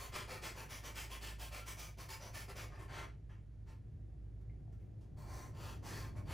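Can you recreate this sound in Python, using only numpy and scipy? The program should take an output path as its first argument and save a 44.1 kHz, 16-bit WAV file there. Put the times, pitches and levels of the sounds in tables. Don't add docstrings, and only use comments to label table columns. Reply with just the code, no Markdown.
import sys
import numpy as np
from scipy import signal
from scipy.fft import rfft, irfft
from scipy.io import wavfile

SR = 44100
rng = np.random.default_rng(int(sys.argv[2]) if len(sys.argv) > 2 else 0)


def int16_out(signal):
    q = np.round(np.clip(np.atleast_2d(signal).T, -1, 1) * 32767)
    wavfile.write(sys.argv[1], SR, q.astype(np.int16))


N = 279153
TIME = np.arange(N) / SR


def amp(db):
    return 10 ** (np.asarray(db) / 20)


def unit_rms(x):
    return x / np.sqrt(np.mean(x ** 2) + 1e-20)


def at_hz(points, hz):
    point_hz, value = np.transpose(points)
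    return np.interp(np.log(hz + 1), np.log(point_hz + 1), value)


def envelope(points):
    time_s, db = np.transpose(points)
    return amp(np.interp(TIME, time_s, db))


def arch(progress, peak):
    peak = np.clip(peak, 0.05, 0.95)
    triangle = np.minimum(progress / peak, (1 - progress) / (1 - peak)).clip(0)
    return np.sin(np.pi / 2 * triangle)


def wander(rate_hz, size):
    hz = np.fft.rfftfreq(size, 1 / SR)
    lowpass = np.exp(-(hz / rate_hz) ** 2) * (hz > 0)
    return unit_rms(irfft(rfft(rng.standard_normal(size)) * lowpass, size))


def stereo_noise(spectrum, side_gain):
    gain = amp(at_hz(spectrum, np.fft.rfftfreq(N, 1 / SR)))
    mid, side = rfft(rng.standard_normal((2, N))) * gain
    return unit_rms(irfft(np.array([mid + side_gain * side, mid - side_gain * side]), N))


def minimum_phase(gain_db):
    log_gain = np.log(amp(np.r_[gain_db, gain_db[-2:0:-1]]))
    return np.fft.ifft(np.exp(np.conj(signal.hilbert(log_gain)))).real


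def add(mix, start_s, sound):
    start = round(start_s * SR)
    sound = sound[:, max(-start, 0):]
    span = mix[:, max(start, 0):][:, :sound.shape[1]]
    span += sound[:, :span.shape[1]]


def paper_tooth(speed, snap_hz=5000, spread_db=3, dust_gain=0.8, judder_db=0.64, judder_hz=70):
    size = len(speed)
    chance = snap_hz * (0.3 + speed) / SR
    heights = amp(spread_db * np.minimum(rng.exponential(1, size), 4)) * rng.choice([-1, 1], size)
    snaps = unit_rms(heights * (rng.random(size) < chance) / np.sqrt(chance))
    stick_slip = amp(judder_db * wander(judder_hz, size))
    dust = dust_gain * rng.standard_normal(size)
    return unit_rms((snaps + dust) * stick_slip)


# (frequency [Hz], width [Hz], gain at grip 0 [dB], gain at grip 1 [dB])
BOARD_MODES = [(391, 48, 3.5, 8.5), (519, 55, 2.5, -0.5), (594.7, 34, 7, 7), (721, 72, 5.5, 3),
               (888, 71, 6, 11), (1054, 86, 7.5, 8), (1223, 44, 6.5, 3.5), (1360, 26, 7.5, 6),
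               (1594, 26, -3, 5), (1797, 68, 6.5, 5.5), (1980, 27, 1.5, 4), (2073, 34, 8.5, 0.5),
               (2247, 62, 2.5, 2.5), (2349, 147, 5.5, 2.5), (2625, 220, 3.5, 3.5), (2737, 24, 2, -4.5),
               (3060, 640, 7.5, 3.5), (3350, 82, 3.5, 3), (4420, 270, 3.5, 5), (4974, 340, 7, 4.5),
               (5890, 590, 2.5, 7.5), (8180, 930, 7, 5), (11060, 690, 3.5, 6.5)]
# (frequency [Hz], gain [dB])
FRICTION_SPECTRUM = [(60, -2.5), (170, -2.5), (270, -1), (500, -1.5), (1000, -3.5), (2000, -4),
                     (3000, -9.5), (3900, -8.5), (7000, -9.5), (10000, -12), (15500, -11.5)]
BITE_HZ, THRUM_BELOW_HZ, TILT_FROM_HZ = 1720, 1230, 580


def board(tilt_db_oct, bite_db, thrum_db, grip, scatter_db=3.1, ripple_db=2.0, ripple_hz=130):
    hz = np.fft.rfftfreq(4096, 1 / SR)
    mode_hz, width_hz, hatch_db, line_db = np.transpose(BOARD_MODES)
    peaks_db = hatch_db + grip * (line_db - hatch_db) + scatter_db * rng.standard_normal(len(mode_hz))
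    modes_db = (peaks_db / (1 + (2 * (hz[:, None] - mode_hz) / width_hz) ** 2)).sum(1)
    ripple = np.interp(hz / ripple_hz, np.arange(len(hz)), rng.standard_normal(len(hz)))
    modes_db += ripple_db * ripple * hz / (hz + BITE_HZ)
    octaves = np.log2(np.maximum(hz, TILT_FROM_HZ) / BITE_HZ)
    touch_db = tilt_db_oct * octaves + bite_db * np.exp(-2 * octaves ** 2)
    touch_db += thrum_db / (1 + (hz / THRUM_BELOW_HZ) ** 4)
    return minimum_phase(at_hz(FRICTION_SPECTRUM, hz) + modes_db + touch_db)


# (frequency [Hz], exponent [1])
SPEED_EXPONENT = [(600, 0.74), (2000, 1.17), (5000, 1.51), (12000, 1.47)]
# (frequency [Hz], factor on peak time [1])
PEAK_LEAD = [(700, 0.56), (2000, 0.74), (4000, 0.72)]


def stroke(length_s, peak, pressure_db, tilt_db_oct, bite_db, thrum_db, grip):
    t = np.arange(SR // 2) / SR
    speed = arch(t / length_s, peak)
    hz, frame_s, spectra = signal.stft(paper_tooth(speed), SR, nperseg=128)
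    swell = arch(frame_s / length_s, peak * at_hz(PEAK_LEAD, hz)[:, None])
    friction = signal.istft(spectra * swell ** at_hz(SPEED_EXPONENT, hz)[:, None], SR)[1]
    return amp(pressure_db) * signal.fftconvolve(friction, board(tilt_db_oct, bite_db, thrum_db, grip))


# (turn time [s], pressure [dB], tilt [dB/oct])
HATCH_STROKES = [(-.04, -46.5, 1), (.116, -38, -2), (.267, -42.5, -1.3), (.411, -39.5, -1.34),
                 (0.544, -45.5, -.4), (.683, -43.5, 0.16), (.822, -46, .5), (.94, -41.5, 0),
                 (1.088, -46.5, 0.7), (1.202, -44.5, -0.1), (1.38, -48, 2.2), (1.507, -43.5, -0.24),
                 (1.652, -45.5, 1.5), (1.762, -46.5, 1.2), (1.966, -49.5, 0.7), (2.081, -43.5, 0.66),
                 (2.192, -48.5, -0.5), (2.326, -44, 0), (2.474, -49, -0.5), (2.546, -42.5, -0.84)]
# (speed peak [0-1], bite [dB], thrum [dB], grip [0 hatching, 1 line])
HATCH_DIRECTIONS = [(0.47, 0.58, 0.94, 0.28), (.33, -1.6, -1.7, .15)]
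USUAL_PRESSURE_DB = -45


def hatching(end_s=2.684, longest_s=0.16, catch_delay_s=0.031):
    ends_s = [row[0] for row in HATCH_STROKES[1:]] + [end_s]
    for k, ((start_s, pressure_db, tilt_db_oct), turn_s) in enumerate(zip(HATCH_STROKES, ends_s)):
        peak, bite_db, thrum_db, grip = HATCH_DIRECTIONS[k % 2]
        length_s = min(turn_s - start_s, longest_s)
        excess_db = pressure_db - USUAL_PRESSURE_DB
        bite_db += 0.24 * excess_db
        thrum_db -= 0.9 * excess_db
        yield start_s, stroke(length_s, peak, pressure_db, tilt_db_oct, bite_db, thrum_db, grip)
        catch = stroke(length_s=0.032, peak=0.62, pressure_db=-55 + 2.4 * excess_db,
                       tilt_db_oct=-1.3, bite_db=4.5, thrum_db=-5, grip=0.13)
        yield start_s + catch_delay_s, catch


# (frequency [Hz], T60 [s])
REFLECTION_T60 = [(150, 0.9), (1000, 0.22), (4000, 0.31), (14000, 0.18)]
# (frequency [Hz], gain [dB])
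REFLECTION_GAIN = [(100, 4.5), (500, -5), (1300, 1), (2200, 0.5), (3500, -3.5), (14000, 0.5)]
# (frequency [Hz], side/mid [1])
REFLECTION_WIDTH = [(100, 0.27), (300, 0.26), (700, 0.86), (1300, 1), (2200, 0.29), (3500, 0.11),
                    (5500, 0.047), (9000, 0.34)]


def room(sound, predelay_s=0.0062, tap_chance=0.06):
    size = SR // 3
    taps = rng.choice([-1.0, 1.0], (2, size)) * (rng.random((2, size)) < tap_chance)
    taps *= np.arange(size) / SR > predelay_s
    hz, frame_s, (mid, side) = signal.stft(taps, SR, nperseg=256)
    width = at_hz(REFLECTION_WIDTH, hz)[:, None]
    spectra = np.array([mid + width * side, mid - width * side]) / np.sqrt(1 + width ** 2)
    decay = amp(-60 * frame_s / at_hz(REFLECTION_T60, hz)[:, None])
    decay /= np.sqrt(np.mean(decay ** 2, axis=1, keepdims=True))
    colour = amp(at_hz(REFLECTION_GAIN, hz))[:, None]
    response = signal.istft(spectra * decay * colour, SR)[1] / np.linalg.norm(taps[0])
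    response[:, 0] += 1
    return signal.fftconvolve(sound[None], response, axes=1)


# (time [s], level [dB])
RUMBLE_SWELL = [(0, -58), (1.9, -58.5), (2.9, -55), (3.5, -56), (3.9, -54), (5.1, -52.5), (5.5, -51.5),
                (6.33, -48)]
# (frequency [Hz], relative density [dB])
LOW_RUMBLE_SPECTRUM = [(12, -55), (24, -12.5), (36, -5), (60, -1.5), (78, 1), (90, 0.5), (112, 0),
                       (130, -2), (146, -3.5), (170, -13), (230, -36.5), (400, -73)]
# (frequency [Hz], relative density [dB])
UPPER_RUMBLE_SPECTRUM = [(100, -18), (170, -5), (200, -7), (240, -4), (320, -5), (400, -10), (560, -17),
                         (750, -20), (1100, -36), (2000, -57)]


def rumble(usual_low_db=-54, usual_upper_db=-67, upper_exponent=1.66):
    low_gain = envelope(RUMBLE_SWELL)
    upper_gain = amp(usual_upper_db) * (low_gain / amp(usual_low_db)) ** upper_exponent
    low = low_gain * stereo_noise(LOW_RUMBLE_SPECTRUM, side_gain=0.15)
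    upper = upper_gain * stereo_noise(UPPER_RUMBLE_SPECTRUM, side_gain=0.5)
    return low + upper


HUM_TONES_HZ = [54.44, 105.06, 191.5]
# (time [s], level before trim [dB])
HUM_SWELL = [(0, -55.5), (.7, -56.5), (1.3, -48.5), (2.2, -58.5), (2.7, -53), (3.6, -56.5), (4.3, -51.5),
             (4.9, -58), (6.33, -55.5)]


def appliance_hum(trim_db=(-0.5, -2.5, -19), drift_rad=(0.4, 0.9, 0.6), drift_hz=3, throb_db=0.1):
    hum = np.zeros(N)
    for k, hz in enumerate(HUM_TONES_HZ):
        tone = np.sqrt(2) * np.sin(2 * np.pi * hz * TIME + drift_rad[k] * wander(drift_hz, N))
        swell = envelope(RUMBLE_SWELL if k else HUM_SWELL)
        hum += tone * swell * amp(trim_db[k] + throb_db * wander(drift_hz, N))
    return hum


# (frequency [Hz], relative density [dB])
HISS_SPECTRUM = [(200, -43), (900, -1), (1800, 1.5), (3000, -6), (6000, -10.5), (10000, -13.5),
                 (16000, -23)]


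def hiss(level_db=-84):
    return amp(level_db) * stereo_noise(HISS_SPECTRUM, side_gain=0.18)


# (start [s], length [s], speed peak [0-1], pressure [dB], tilt [dB/oct], bite [dB])
LINE_STROKES = [(2.675, .13, 0.9, -56.5, -4, 4.5), (2.779, 0.1, 0.4, -52.5, -2.2, 3),
                (2.869, 0.21, 0.73, -45, -3, 4.5), (3.017, 0.052, 0.64, -46, -6, 3),
                (5.161, .15, 0.31, -66, 2.5, 2.5), (5.231, 0.3, 0.63, -52, -0.17, 1.5),
                (5.522, 0.27, 0.75, -52.5, 0.67, 1.5), (5.819, .13, 0.82, -44, -0.7, 0),
                (5.914, 0.21, 0.17, -47, -0.06, 3), (6.145, 0.089, .48, -56.5, -1.5, 3.5),
                (6.247, 0.25, 0.9, -41, -0.6, 1)]


def lines(rasp_above_s=0.15):
    for start_s, length_s, peak, pressure_db, tilt_db_oct, bite_db in LINE_STROKES:
        excess_db = pressure_db - USUAL_PRESSURE_DB
        thrum_db = 2.5 - 0.45 * excess_db + 2.1 * tilt_db_oct
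        yield start_s, stroke(length_s, peak, pressure_db, tilt_db_oct, bite_db, thrum_db, grip=0.71)
        if length_s > rasp_above_s:
            yield start_s, shaft_rasp(0.66 * length_s, level_db=-70.5 + 0.45 * excess_db)


def shaft_rasp(length_s, level_db, mode_hz=4630, width_hz=150):
    t = np.arange(SR // 2) / SR
    speed = arch(t / length_s, peak=0.47)
    resonator = signal.iirpeak(mode_hz, mode_hz / width_hz, SR)
    ring = signal.lfilter(*resonator, paper_tooth(speed))
    return amp(level_db) * unit_rms(ring) * speed


# (start [s], length [s], time to top speed [s], pressure [dB], tilt [dB/oct], bite [dB])
TIP_TOUCHES = [(3.29, 0.11, 0.011, -67, -4, 7), (3.657, .118, .05, -60, -2.7, 0),
               (4.402, .045, .015, -73.5, -1.5, 4.5), (4.719, 0.048, .012, -75.5, 0.5, 9),
               (4.79, .116, .018, -83, 2, 9), (5.005, 0.072, 0.01, -68.5, -1.5, -2)]


def touches():
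    for start_s, length_s, rise_s, pressure_db, tilt_db_oct, bite_db in TIP_TOUCHES:
        peak = rise_s / length_s
        yield start_s, stroke(length_s, peak, pressure_db, tilt_db_oct, bite_db, thrum_db=-1, grip=0.61)


# (start [s], level [dB], lower mode [Hz], T60 [s])
PENCIL_KNOCKS = [(3.297, -63, 1700, 0.07), (4.497, -63, 2100, 0.029), (4.678, -60, 700, 0.034)]


def knocks(rise_s=0.00099):
    t = np.arange(SR // 4) / SR
    attack = 1 - np.exp(-t / rise_s)
    for start_s, level_db, hz, t60_s in PENCIL_KNOCKS:
        modes = np.sin(2 * np.pi * hz * t) + 0.65 * np.sin(2 * np.pi * hz * 1.07 * t)
        yield start_s, amp(level_db - 60 * t / t60_s) * attack * modes


# (frequency [Hz], left lead [rad])
STEREO_PHASE = [(0, 0), (1100, 0.1), (1600, -0.3), (3100, 0.3), (5500, 0), (6800, 0), (8000, -1.8),
                (8500, -3.14), (9750, -6.28), (10350, -6.3), (11700, -9.2), (12400, -9.5), (13600, -12.4),
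                (14250, -12.6), (15400, -15.3)]
# (frequency [Hz], left minus right [dB])
STEREO_BALANCE = [(35, -4), (100, 0.8), (500, -0.5), (1300, 2.5), (2500, 0), (15000, 0)]


def stereo_image(sound):
    hz = np.fft.rfftfreq(N, 1 / SR)
    left = amp(at_hz(STEREO_BALANCE, hz) / 2)
    right = np.exp(-1j * at_hz(STEREO_PHASE, hz)) / left
    return irfft(rfft(sound) * np.array([left, right]), N)


def scene():
    pencil = np.zeros((2, N))
    for start_s, sound in [*hatching(), *lines(), *touches(), *knocks()]:
        add(pencil, start_s, room(sound))
    return stereo_image(pencil + rumble() + appliance_hum() + hiss())


def record(dry):
    cutoff_hz = 15900
    lowpass = signal.firwin(511, cutoff_hz, window=("kaiser", 9), fs=SR)
    return signal.oaconvolve(dry, lowpass[None], "same")


dry = scene()
out = record(dry)
int16_out(out)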